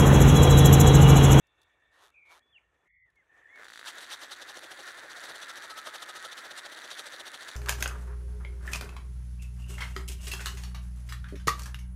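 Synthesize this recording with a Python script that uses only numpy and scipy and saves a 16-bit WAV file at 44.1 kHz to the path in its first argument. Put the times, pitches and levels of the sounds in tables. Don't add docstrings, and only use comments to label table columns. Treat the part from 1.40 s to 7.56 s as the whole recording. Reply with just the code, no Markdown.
import sys
import numpy as np
from scipy import signal
from scipy.fft import rfft, irfft, next_fast_len
from scipy.io import wavfile
from scipy.ndimage import uniform_filter1d, map_coordinates

SR = 44100
rng = np.random.default_rng(int(sys.argv[2]) if len(sys.argv) > 2 else 0)


def pcm_store(signal):
    levels = np.round(np.clip(np.atleast_2d(signal), -1, 1) * 32767)
    wavfile.write(sys.argv[1], SR, levels.astype(np.int16).T)


N = 271561
T = np.arange(N) / SR

# t/s, rasp level/dB, rasp length/ms, rough wait between slips once the line is slack/ms
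ROTOR_TURNS = [(2.483, -36.5, 47, 15), (2.583, -48, 27.3, 6.3), (2.624, -45, 51, 17.2),
               (2.726, -36, 48.5, 13), (2.833, -43, 52, 8.8), (2.925, -38.5, 32.6, 16.4),
               (3.023, -43.5, 23.4, 8), (3.096, -42.5, 39, 8.1), (3.17, -46, 43, 12),
               (3.24, -44.5, 26.3, 7.5), (3.321, -44, 29.3, 9.6), (3.399, -46.5, 22.4, 6.7),
               (3.487, -49, 56, 7.6), (3.585, -47.5, 24.3, 5.9), (3.643, -56, 38.6, 8.6),
               (3.712, -46, 34.3, 7.5), (3.775, -46, 29, 8), (3.844, -41, 24.7, 10),
               (3.902, -42, 34.4, 7.1), (3.958, -44.5, 21, 9.5), (4.029, -41, 30, 7.7),
               (4.101, -39, 28, 8.9), (4.178, -43.5, 27.2, 7.3), (4.242, -42.5, 34, 8.9),
               (4.312, -40, 25.3, 16), (4.382, -39.5, 34.4, 9), (4.474, -40, 42.5, 9.1),
               (4.553, -38, 29.6, 8.6), (4.629, -40, 24, 8.1), (4.697, -41, 27.8, 9.2),
               (4.766, -39, 26.2, 11), (4.851, -40, 22.5, 11), (4.925, -42, 26, 8), (4.985, -39, 20, 6),
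               (5.054, -44.5, 33, 5.17), (5.114, -42.5, 20.1, 7.5), (5.184, -38, 32.7, 10.1),
               (5.26, -41.5, 22, 7), (5.327, -43.5, 23, 8.9), (5.381, -46, 25, 8.9),
               (5.448, -43.5, 25.7, 9.5), (5.517, -41.5, 36, 12), (5.596, -39.5, 33.3, 7.5),
               (5.67, -40, 22, 7.8), (5.738, -43.5, 28.4, 9.2), (5.806, -40, 22.8, 8),
               (5.873, -40, 28.7, 9.6), (5.948, -40.5, 25.6, 16.2), (6.027, -46, 20.4, 7.9),
               (6.089, -40, 18.2, 12.8)]


def amp(db):
    return 10 ** (np.asarray(db) / 20)


def unit(x):
    return x / np.sqrt(np.mean(x ** 2) + 1e-20)


def curves(rows):
    times, *columns = np.transpose(rows)
    return [np.interp(T, times, column) for column in columns]


def during(rows, fade_s):
    return np.clip(np.minimum(T - rows[0][0], rows[-1][0] - T) / fade_s, 0, 1)


def wobble(rate):
    return map_coordinates(rng.standard_normal(int(N * rate / SR) + 4), [T * rate])


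def bumps(times, heights, width_s):
    out, t = np.zeros(N + SR), np.arange(-SR // 10, SR // 10) / SR
    for s, height, width in np.broadcast(times, heights, width_s):
        out[round(s * SR) - SR // 10:][:len(t)] += height * np.exp(-.5 * (t / width) ** 2)
    return out[:N]


def filtered(x, response):
    size = next_fast_len(N + 8192)
    return irfft(rfft(x, size) * response(np.fft.rfftfreq(size, 1 / SR)), size)[:N]


def coloured(x, points):
    f, db = np.transpose(points)
    return filtered(x, lambda hz: amp(np.interp(np.log(hz + 1), np.log(f), db, -120, -120)))


def ring(x, modes):
    return filtered(x, lambda f: sum(
        (-1) ** k * amp(db) * 1j * f * width / (hz * hz - f * f + 1j * f * width)
        for k, (hz, width, db) in enumerate(modes)))


def fuzzy_tone(hz, width, db=0):
    return ring(ring(rng.standard_normal(N), [(hz, width, db)]), [(hz, width, 0)])


def pulses(rate, scatter_db):
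    clicks = np.diff(np.floor(np.cumsum(rate) / SR), prepend=0)
    return clicks * amp(scatter_db * rng.standard_normal(N))


def dying(x, t60):
    return signal.lfilter([1], [1, -amp(-60 / (t60 * SR))], x) * rng.standard_normal(N)


def grit(rate, spike_db):
    scratches = rng.standard_normal(N) * amp(spike_db * wobble(rate))
    spectrum = signal.stft(scratches, nperseg=256)[2]
    patches = uniform_filter1d(rng.standard_normal(spectrum.shape), size=7, axis=0)
    patches = uniform_filter1d(patches, size=5, axis=1)
    return unit(signal.istft(spectrum * amp(2 * unit(patches)), nperseg=256)[1][:N])


def park():
    # t/s, hush/dB, low tone/dB, high tone/dB
    levels = [(0, -79.5, -82, -105), (.2, -73.5, -79, -105), (.4, -75, -73, -105), (.55, -76.5, -73, -105),
              (.85, -79, -98, -105), (1.0, -77, -80, -105), (1.3, -77, -80, -100), (1.5, -76, -80, -90),
              (1.66, -83, -86, -101), (1.85, -77, -79.5, -100), (2.0, -66, -60, -95),
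              (2.1, -68.5, -59, -78), (2.2, -58.5, -60, -92), (2.35, -62, -79, -98), (6.2, -62, -100, -96)]
    # f/Hz, level/dB
    hush_colour = [(150, -37), (230, -6), (366, -0.5), (480, -0.5), (1000, -1), (1500, -1.5), (2000, -12),
                   (2300, -3.5), (2730, -9), (3100, -13), (3540, -13), (4200, -22), (5000, -26),
                   (6300, -17.5), (15700, -35.5)]
    # f/Hz, width/Hz
    pitches = [(1800, 160), (3430, 41)]
    # f/Hz, level/dB
    traffic_colour = [(21, -34), (35, -10), (45, 1), (65, 5), (139, -5), (195, -10.5), (220, -22),
                      (290, -34), (480, -120)]
    hush_db, low_db, high_db = curves(levels)
    dip = np.clip(np.minimum(T - 1.482, 1.653 - T) / .014 + .5, 0, 1)
    hush = amp(hush_db - 19 * dip) * unit(coloured(grit(20, spike_db=1.2), hush_colour))
    tones = sum(amp(db + 2.5 * wobble(20)) * unit(fuzzy_tone(hz, width))
                for (hz, width), db in zip(pitches, [low_db - 13 * dip, high_db]))
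    traffic = amp(-82 + 1.4 * wobble(2)) * unit(coloured(rng.standard_normal(N), traffic_colour))
    return hush + tones + traffic


def twitter():
    # f/Hz, width/Hz, level/dB
    pitches = [(2250, 85, -2), (2696, 120, -2), (3530, 280, -4)]
    # t/s, level/dB
    levels = [(0, -80), (.25, -76.5), (.5, -81.5), (.75, -80), (.8, -120)]
    voices = sum(amp(3.8 * wobble(26)) * fuzzy_tone(*pitch) for pitch in pitches)
    return amp(curves(levels)[0]) * unit(voices)


def bird():
    # t/s, f/Hz, level/dB, trill depth/Hz
    notes = [
        [(.738, 2440, -75, 119), (.744, 2440, -67, 130), (.765, 2436, -63.5, 129), (.85, 2284, -64, 117),
         (.93, 2280, -60.5, 90), (.942, 2280, -62, 90)],
        [(1.015, 3250, -84, 0.0044), (1.031, 3410, -80, 0), (1.097, 3450, -81, 0), (1.123, 3500, -74, 0),
         (1.165, 2715, -60, 0), (1.177, 2710, -65, 0), (1.187, 2010, -53, 0.0077)],
        [(1.452, 1990, -76, 168), (1.48, 2020, -73.5, 164), (1.55, 2080, -69, 147), (1.63, 2018, -67.5, 100),
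         (1.67, 1980, -70, 43), (1.695, 1795, -76, 2), (1.71, 1710, -77, 0)],
        [(1.757, 2160, -82, 0.0035), (1.771, 2190, -70, 0), (1.803, 2030, -70, 0), (1.825, 1680, -77, 0),
         (1.835, 1480, -70, 0)],
        [(2.085, 1936, -60, 0), (2.113, 2125, -64, 0), (2.157, 2220, -60, 0), (2.181, 2150, -59, 0),
         (2.205, 2030, -64, 0)],
    ]
    trill_hz, echo_samples = 82, SR // 4
    song = np.zeros(N)
    for note in notes:
        hz, db, depth_hz = curves(note)
        waver_hz = depth_hz * np.sin(2 * np.pi * trill_hz * T) + 15 * wobble(300)
        whistle = np.sin(2 * np.pi * np.cumsum(hz + waver_hz) / SR)
        song += during(note, fade_s=.0045) * amp(db + 6 + 1.9 * wobble(130)) * whistle
    echo_fade = amp(-60 * T[:echo_samples] / .3)
    trees = unit(echo_fade * rng.standard_normal(echo_samples)) / np.sqrt(echo_samples)
    return song + amp(-10) * signal.fftconvolve(song, trees)[:N]


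def handle():
    # t/s, slip rate/Hz, level/dB
    creaks = [
        [(.51, 158, -81), (.55, 170, -72), (.58, 245, -73.5), (.62, 208, -68.5), (.65, 160, -64.5),
         (.675, 114, -67), (.69, 91, -68.5), (.71, 70, -71)],
        [(.85, 113, -76), (.88, 160, -74.5), (.92, 170, -63.5), (.95, 182, -66), (.98, 160, -67),
         (1.0, 65, -70)],
    ]
    # f/Hz, level/dB
    rub_colour = [(150, -59), (250, -29), (282, -12), (797, -6.5), (915, -4), (1460, -4.5), (1990, -9),
                  (2170, -18), (3720, -9.5), (5160, -25.5), (9960, -25), (15600, -52)]
    # t/s, level/dB
    tick_levels = [(0.0692, -62), (0.2165, -55), (0.2313, -59), (1.702, -68.5), (1.757, -66), (1.9754, -67)]
    # f/Hz, width/Hz, level/dB
    snap_modes = [(4020, 2500, -5), (6300, 1700, 0), (9900, 1700, -5.5), (12700, 1600, -8)]
    tick_modes = [(6650, 3600, -2), (3480, 1100, 2.5), (10000, 1500, -4.5)]
    creaking, ticks = np.zeros(N), np.zeros(N)
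    for creak in creaks:
        rate, db = curves(creak)
        slips = pulses(rate * amp(.49 * wobble(100)), scatter_db=1)
        rub = unit(coloured(dying(slips, t60=.048), rub_colour))
        snaps = amp(.5 * (db - db.max()) - 7) * unit(ring(slips, snap_modes))
        creaking += during(creak, fade_s=.0055) * amp(db) * (rub + snaps)
    for s, db in tick_levels:
        ticks[round(s * SR)] = amp(db - 4.5)
    return creaking + ring(dying(ticks, t60=.03), tick_modes)


def line_rasps():
    # f/Hz, level/dB
    rasp_colour = [(530, -12), (900, -5), (1080, -7), (1380, -4), (1780, -6), (2400, -10.5), (3680, -1),
                   (4100, -5), (4510, -6.5), (5080, -11), (6010, -7.5), (6530, -13.5), (9130, -14),
                   (12300, -21), (15600, -35)]
    # f/Hz, level/dB
    rub_colour = [(90, -27), (130, -12.5), (200, -19.5), (330, -2), (430, -5.5), (565, 3.5), (700, -1.5),
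                  (830, 0.5), (1100, -22), (1500, -40)]
    # t/s, f/Hz, level/dB
    squeak_path = [(3.3, 1480, -80), (3.8, 1443, -57), (4.2, 1323, -50), (4.43, 1299, -44),
                   (4.6, 1252, -51.5), (4.82, 1283, -46), (5.15, 1360, -64), (5.5, 1399, -80)]
    turn_s, rasp_db, rasp_ms, _ = np.transpose(ROTOR_TURNS)
    rub_db = -54.5 + 2.5 * rng.standard_normal(len(turn_s))
    build_up = np.clip(.3 + (turn_s - turn_s[0]) / .34, 0, 1)
    rub_swell = bumps(turn_s + .0032, amp(rub_db) * build_up, width_s=.014)
    rasp_swell = bumps(turn_s, amp(rasp_db - 2.5), width_s=rasp_ms / 2800)
    squeak_hz, squeak_db = curves(squeak_path)
    drag = bumps(turn_s + .005, amp(rasp_db + 41), width_s=.012) + .25 * (T > turn_s[0])
    squeak_gain = amp(squeak_db + 2.5 * wobble(60)) * drag
    squeak = squeak_gain * np.sin(2 * np.pi * np.cumsum(squeak_hz + 30 * wobble(120)) / SR)
    scratches = amp(1.2 * wobble(120)) * grit(1200, spike_db=2)
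    rasp = rasp_swell * unit(coloured(scratches, rasp_colour))
    rub = rub_swell * unit(coloured(rng.standard_normal(N), rub_colour))
    return rasp + squeak + rub


def line_slips():
    # t/s, level/dB, fizz compared with that level/dB
    first_slips = [(2.1586, -45.5, -13), (2.1757, -45, -22), (2.188, -44, -20), (2.1967, -40, -23),
                   (2.205, -44, -26), (2.2143, -41, -20), (2.223, -40, -19), (2.233, -37.5, -18),
                   (2.244, -42, -5.5), (2.2536, -40, -14.5), (2.267, -40.5, -15), (2.2832, -39.5, -7.5),
                   (2.3014, -39, -13), (2.3208, -38.5, -15), (2.3368, -39.5, -6), (2.3581, -38, -8),
                   (2.375, -36.5, -8.5), (2.393, -36.5, -5), (2.413, -38, -16), (2.4288, -36.5, -25),
                   (2.443, -38, -20), (2.4512, -39, -26), (2.46, -35.5, -25)]
    # t/s, clicks/dB, hiss/dB
    pull = [(2.14, -63, -83), (2.16, -63, -66), (2.23, -63, -64), (2.34, -58, -54.5), (2.43, -51, -54.5),
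            (2.55, -51, -49), (2.95, -52.5, -50), (3.15, -51, -51.5), (3.4, -53.5, -48), (3.47, -48, -44),
            (3.6, -51, -51.5), (3.8, -48, -47.5), (4.3, -50, -48.5), (4.55, -51, -50), (4.9, -50, -48.5),
            (5.25, -50, -51), (5.45, -49, -46.5), (5.95, -51.5, -49), (6.16, -47.5, -43.5)]
    # f/Hz, width/Hz, level/dB
    click_modes = [(430, 495, -15.5), (1410, 674, -2), (1804, 457, 2), (2160, 140, -19.5),
                   (3400, 720, -24.5)]
    # f/Hz, width/Hz, level/dB
    fizz_modes = [(3670, 870, 3), (4940, 730, -1), (5500, 1100, -4), (8200, 800, -8), (8940, 600, -7.5),
                  (10500, 1140, -11), (11200, 470, -13.5), (12760, 650, -17.5)]
    click_db, hiss_db = curves(pull)
    turn_s, _, rasp_ms, slack_ms = np.transpose(ROTOR_TURNS)
    winding = T > first_slips[-1][0]
    slack_s = turn_s + .62 * rasp_ms / 1000
    usual_wait_ms, slack_width_s = 2.85, .0088
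    tight_ms = usual_wait_ms * amp(.4 * wobble(12))
    wait_ms = tight_ms + bumps(slack_s, np.abs(slack_ms - usual_wait_ms), slack_width_s)
    rate = 1000 / wait_ms * amp(.5 * wobble(150) + .8 * wobble(25))
    slips = pulses(rate * winding, scatter_db=0)
    slips *= (wait_ms / tight_ms) ** .25
    click_scale = 1 / np.std(ring(slips, click_modes)[winding])
    click_db -= bumps(slack_s, 1.5, slack_width_s * .78)
    gap_s = np.diff(turn_s)
    lull_s = turn_s + .56 * np.append(gap_s, gap_s[-1])
    hiss_db = hiss_db - bumps(lull_s, 2.5, width_s=.012) + 1.15 * wobble(13)
    clicks = amp(click_db + .5) * click_scale * slips
    fizz = amp(hiss_db - 22) * slips
    for s, db, fizz_db in first_slips:
        clicks[round(s * SR)] = amp(db - 7) * click_scale
        fizz[round(s * SR)] = amp(db + fizz_db - 3)
    hiss = amp(hiss_db - 4.5 + 1.2 * wobble(60)) * grit(900, spike_db=6) * (T > pull[0][0])
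    ring_gain = np.std(ring(rng.standard_normal(N), fizz_modes))
    chatter = amp(-36) * dying(clicks, t60=.08)
    sizzle = ring(dying(fizz, t60=.041) + hiss, fizz_modes) / ring_gain
    return ring(clicks + chatter, click_modes) + sizzle


def scene():
    return (line_slips() + line_rasps() + handle() + bird() + twitter() + park())[None]


def record(dry):
    top_hz = 15780
    return filtered(dry[0], lambda hz: hz < top_hz)[None]


dry = scene()
out = record(dry)
pcm_store(out)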